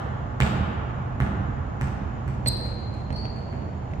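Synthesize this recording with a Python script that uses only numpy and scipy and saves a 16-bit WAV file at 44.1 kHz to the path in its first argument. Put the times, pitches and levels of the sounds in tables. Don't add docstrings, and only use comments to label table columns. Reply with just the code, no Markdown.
import sys
import numpy as np
from scipy import signal
from scipy.fft import rfft, irfft
from scipy.io import wavfile

SR = 44100
rng = np.random.default_rng(int(sys.argv[2]) if len(sys.argv) > 2 else 0)


def master(y):
    cut = np.clip(np.atleast_2d(y).T, -1, 1)
    pcm = np.round(cut * 32767)
    wavfile.write(sys.argv[1], SR, pcm.astype(np.int16))


N = 176400
LEAD = SR
CRACKLE_S, CRACKLE_DB = 0.0013, -4.5

# (frequency [Hz], level [dB], T60 [s])
THUMP_MODES = [(63.2, -12, 0.022), (78.7, 0, 0.17), (131, 5, 0.076), (192.3, -3, 0.11), (250, -1.5, 0.016),
               (342, -22, 0.021)]
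# (frequency [Hz], relative level [dB])
TICK_SPECTRUM = [(1000, -30.5), (3500, 3.5), (5500, 1.5), (8000, 12.5), (9500, -5), (11500, 3), (13500, -7),
                 (16000, -11.5)]


def from_db(db):
    return 10 ** (np.asarray(db) / 20)


def at_hz(table, hz, column=1):
    table = np.array(table)
    return np.interp(np.log(np.maximum(hz, 1)), np.log(table[:, 0]), table[:, column])


def rms_one(x):
    return x / np.sqrt(np.mean(x ** 2) + 1e-20)


def add(track, onset_s, sound):
    start = LEAD + int(onset_s * SR)
    part = sound[:len(track) - start]
    track[start:start + len(part)] += part


def contact(spectrum, size=SR // 2):
    hz = np.fft.rfftfreq(size, 1 / SR)
    cepstrum = irfft(np.log(from_db(at_hz(spectrum, hz))))
    cepstrum[1:size // 2] *= 2
    cepstrum[size // 2 + 1:] = 0
    pulse = irfft(np.exp(rfft(cepstrum)))
    return pulse / np.abs(pulse).max()


def ring(modes):
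    t = np.arange(SR // 2) / SR
    return sum(from_db(db) * np.exp(-np.log(1000) * t / t60) * np.sin(2 * np.pi * hz * t)
               for hz, db, t60 in modes)


def gritty(pulse, decay_s, grit_db):
    t = np.arange(SR // 20) / SR
    grit = rng.standard_normal(len(t)) * np.exp(-t / decay_s)
    grit *= from_db(grit_db) / np.linalg.norm(grit)
    grit[0] += 1
    return signal.fftconvolve(pulse, grit)


def dulled(x, cut_hz):
    return signal.sosfilt(signal.butter(2, cut_hz, fs=SR, output="sos"), x + 1e-18)


def arrivals(paths):
    response = np.zeros((2, 3 * SR))
    for delay_s, db, lag_ms in paths:
        start, lag = int(delay_s * SR), round(lag_ms * SR / 1000)
        response[0, start + max(lag, 0)] += from_db(db)
        response[1, start + max(-lag, 0)] += from_db(db)
    return response


def diffuse(size):
    # (frequency [Hz], correlation [-1 to 1], left minus right [dB])
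    field = [(49.4, 1, -6), (138, 0.92, -1), (315, 0.44, -5), (740, 0.012, -4.5), (1420, -0.25, -1),
             (2520, 0.39, 2), (5200, -0.21, 3.5), (11280, -0.048, 0.5)]
    hz = np.fft.rfftfreq(size, 1 / SR)
    mid, side = rfft(rng.standard_normal((2, size)))
    correlation = np.clip(at_hz(field, hz), -.99, .99)
    sign = np.array([[1], [-1]])
    noise = np.sqrt((1 + correlation) / 2) * mid + sign * np.sqrt((1 - correlation) / 2) * side
    return hz, noise * from_db(sign * at_hz(field, hz, column=2) / 2)


def hall_tail(bands=24, build_s=0.0054):
    # (frequency [Hz], initial energy per second against the direct sound [dB], T60 [s])
    hall = [(58, 7, 3.2), (151, 10.5, 3.4), (370.4, 18.5, 1.9), (1153, 16.5, 4.2), (1900, 6.5, 2.68),
            (4280, 16, 1.206), (6470, 20.5, 0.75), (8300, 4, 0.49), (12400, 14.5, 0.7), (15020, 1.5, .4)]
    t = np.arange(3 * SR) / SR
    hz, noise = diffuse(len(t))
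    centres, tail = np.geomspace(50, 15000, bands), 0
    for centre, share in zip(centres, np.eye(bands)):
        band = irfft(noise * np.interp(np.log(hz + 1), np.log(centres), share))
        decay = np.exp(-np.log(1000) * t / at_hz(hall, centre, column=2))
        tail = tail + band * from_db(at_hz(hall, centre)) * decay
    return tail * (1 - np.exp(-t / build_s)) / np.sqrt(SR)


def heard(track, response):
    return signal.fftconvolve(track[None], response, axes=1)[:, LEAD:LEAD + N]


def ball(direct, tail):
    # (time [s], thump level [dB], slap level [dB], tick level [dB])
    bounces = [(-.24, -29.5, -11.5, -19.5), (0.4021, -19.5, -9, -18), (1.2018, -22.5, -13.5, -30),
               (1.8109, -26.5, -18, -26), (2.278, -30.5, -28, -35.5), (2.654, -34.5, -32, -39.5),
               (2.939, -41.5, -39, -42), (3.163, -40, -37, -41.5), (3.362, -48, -36.5, -46),
               (3.527, -32, -32, -50)]
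    # (frequency [Hz], level [dB], T60 [s])
    cavity_modes = [(859, -17.5, 0.026), (1140, -33, 0.2), (1440, -19, 0.015), (1691, -18, 0.029),
                    (2400, -25.5, 0.012)]
    # (frequency [Hz], relative level [dB])
    slap_spectrum = [(150, -26.5), (400, 4.5), (800, -2), (1200, 2), (1800, 1), (2400, -0.5), (3300, -15),
                     (6000, -61)]
    # (frequency [Hz], relative level [dB])
    crack_spectrum = [(1500, -20.5), (2300, 15), (3600, -1.5), (9000, -50.5)]
    # (delay [s], level [dB], level of the directional crack [dB], left lag [ms])
    near_echoes = [(.0091, -5.5, -1, -0.45), (0.0197, -9.5, 2.5, 0.56), (0.0305, -8.5, -6, -0.72),
                   (.0628, -8.5, -6, .2), (.072, -11, -9, -0.31)]
    # (delay [s], level before absorption [dB])
    bass_echoes = [(.016, 3.5), (.118, -6.5), (0.204, 1.5), (.281, -7.5)]
    body, ticks, cracks = np.zeros((3, LEAD + N))
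    thump, slap = ring(THUMP_MODES), contact(slap_spectrum) + ring(cavity_modes)
    crack, tick = contact(crack_spectrum), contact(TICK_SPECTRUM)
    for onset, thump_db, slap_db, tick_db in bounces:
        add(body, onset, from_db(thump_db) * thump + from_db(slap_db) * slap)
        add(cracks, onset, from_db(13.5 + 3 * slap_db) * crack)
        add(ticks, onset, from_db(tick_db) * gritty(tick, CRACKLE_S, CRACKLE_DB))
    near = direct + dulled(arrivals([(s, db, lag) for s, db, _, lag in near_echoes]), cut_hz=8800)
    near_crack = direct + arrivals([(s, db, lag) for s, _, db, lag in near_echoes])
    bass = dulled(arrivals([(s, db, 0) for s, db in bass_echoes]), cut_hz=206)
    pan = from_db([[-2.5], [0]])
    return (heard(body, (near + bass) * pan + tail)
            + heard(ticks, near * pan + from_db(0.5) * tail)
            + heard(cracks, near_crack * pan + from_db(2) * tail))


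def ventilation(rumble_db=-31, hiss_db=-63, rumble_cut_hz=2800):
    # (frequency [Hz], relative spectral density [dB])
    rumble_spectrum = [(21, -42.5), (35, -8), (129, -3.5), (167, -15), (245, -14), (290, -19.5),
                       (466, -23.5), (800, -21), (3000, -47.5), (4500, -87)]
    # (frequency [Hz], relative spectral density [dB])
    hiss_spectrum = [(1500, -12), (3000, 5), (4500, -4.5), (6900, -7), (8000, -14), (9000, -41),
                     (12000, -22), (15000, -29.5)]
    # (frequency [Hz], half-width [Hz], level [dB])
    fan_tones = [(76.6, 24, -39.5), (119.5, 20, -50.5), (6820, 21, -78.5)]
    hz, noise = diffuse(N)
    rolloff = np.sqrt(1 + (hz / rumble_cut_hz) ** 10)
    rumble = rms_one(irfft(noise * from_db(at_hz(rumble_spectrum, hz)) / rolloff))
    hz, noise = diffuse(N)
    hiss = rms_one(irfft(noise * from_db(at_hz(hiss_spectrum, hz))))
    tones = sum(from_db(db) * rms_one(irfft(noise / (1 + ((hz - centre) / width) ** 2)))
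                for centre, width, db in fan_tones)
    return from_db(rumble_db) * rumble + from_db(hiss_db) * hiss + tones


def squeaks(direct, tail, settle_s=0.0022, jitter_share=.01, flutter_db=1):
    # (time [s], duration [s], initial pitch [Hz], settled pitch [Hz], level [dB],
    # relative overtone level [dB], relative reverberant level [dB])
    slips = [(2.458, 0.018, 4420, 4270, -24.5, -27.5, -3.5), (2.4683, .0135, 4550, 4110, -16, -6, -1),
             (2.4775, 0.017, 4780, 4585, -24.5, -32, -5.5), (2.4775, .014, 4200, 4110, -17, 3.5, -3),
             (3.123, 0.011, 4450, 4320, -39.5, -11, 10), (3.157, 0.012, 4505, 4515, -31, -33, 3),
             (3.203, 0.08, 4550, 4570, -42.5, -35, -7)]
    near, to_hall = np.zeros((2, LEAD + N))
    for onset, length, first_hz, settled_hz, db, overtone_db, hall_db in slips:
        t = np.arange(int(length * SR)) / SR
        wobble = dulled(rng.standard_normal((2, SR // 4)), cut_hz=520)
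        jitter, flutter = rms_one(wobble)[:, -len(t):]
        glide_hz = settled_hz + (first_hz - settled_hz) * np.exp(-t / settle_s)
        phase = 2 * np.pi * np.cumsum(glide_hz * (1 + jitter_share * jitter)) / SR
        level = from_db(db + flutter_db * flutter)
        grip = np.interp(t / length, [0, .35, 1], [0, 1, 0])
        whistle = level * grip ** .6 * np.sin(phase)
        harmonics = np.sin(2 * phase) + from_db(-13) * np.sin(3 * phase)
        overtones = level * grip ** 1.6 * from_db(overtone_db) * harmonics
        add(near, onset, whistle + overtones)
        add(to_hall, onset, from_db(hall_db) * (whistle + from_db(-6) * overtones))
    return heard(near, direct) + from_db(-5) * heard(to_hall, tail)


def footsteps(direct, tail, push_off_s=2.46):
    # (time [s], pat level [dB], thud level [dB])
    steps = [(2.4602, -18, -26.5), (2.467, -22, -24.5), (2.826, -44, -34.5), (3.104, -25, -23.5),
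             (3.127, -29.5, -25.5), (3.253, -25, -30.5), (3.62, -37.5, -31.5), (3.9126, -33.5, -40),
             (3.935, -29, -28.5)]
    # (frequency [Hz], relative level [dB])
    pat_spectrum = [(100, -1.5), (300, 10), (650, 10), (1200, -2), (2000, 3), (3200, -11.5), (7000, -24.5),
                    (14000, -52)]
    track = np.zeros(LEAD + N)
    pat, thud = contact(pat_spectrum), ring(THUMP_MODES)
    for onset, pat_db, thud_db in steps:
        add(track, onset, from_db(pat_db) * gritty(pat, decay_s=.004, grit_db=4.5))
        add(track, onset, from_db(thud_db) * thud)
    toe_click = gritty(contact(TICK_SPECTRUM), CRACKLE_S, CRACKLE_DB)
    add(track, push_off_s, from_db(-34) * toe_click)
    return heard(track, direct + from_db(-8) * tail)


def scene():
    ball_path = arrivals([(0.0011, 0, 0.19)])
    player_path = arrivals([(0.00066, 0.0083, -.34)]) * from_db([[-4.5], [0]])
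    tail = hall_tail()
    return (ball(ball_path, tail) + footsteps(player_path, tail) + squeaks(player_path, tail)
            + ventilation())


def record(dry, low_hz=44, high_hz=15000):
    dry = signal.sosfilt(signal.butter(4, low_hz, "high", fs=SR, output="sos"), dry)
    return signal.sosfilt(signal.ellip(8, .2, 70, high_hz, fs=SR, output="sos"), dry)


dry = scene()
out = record(dry)
master(out)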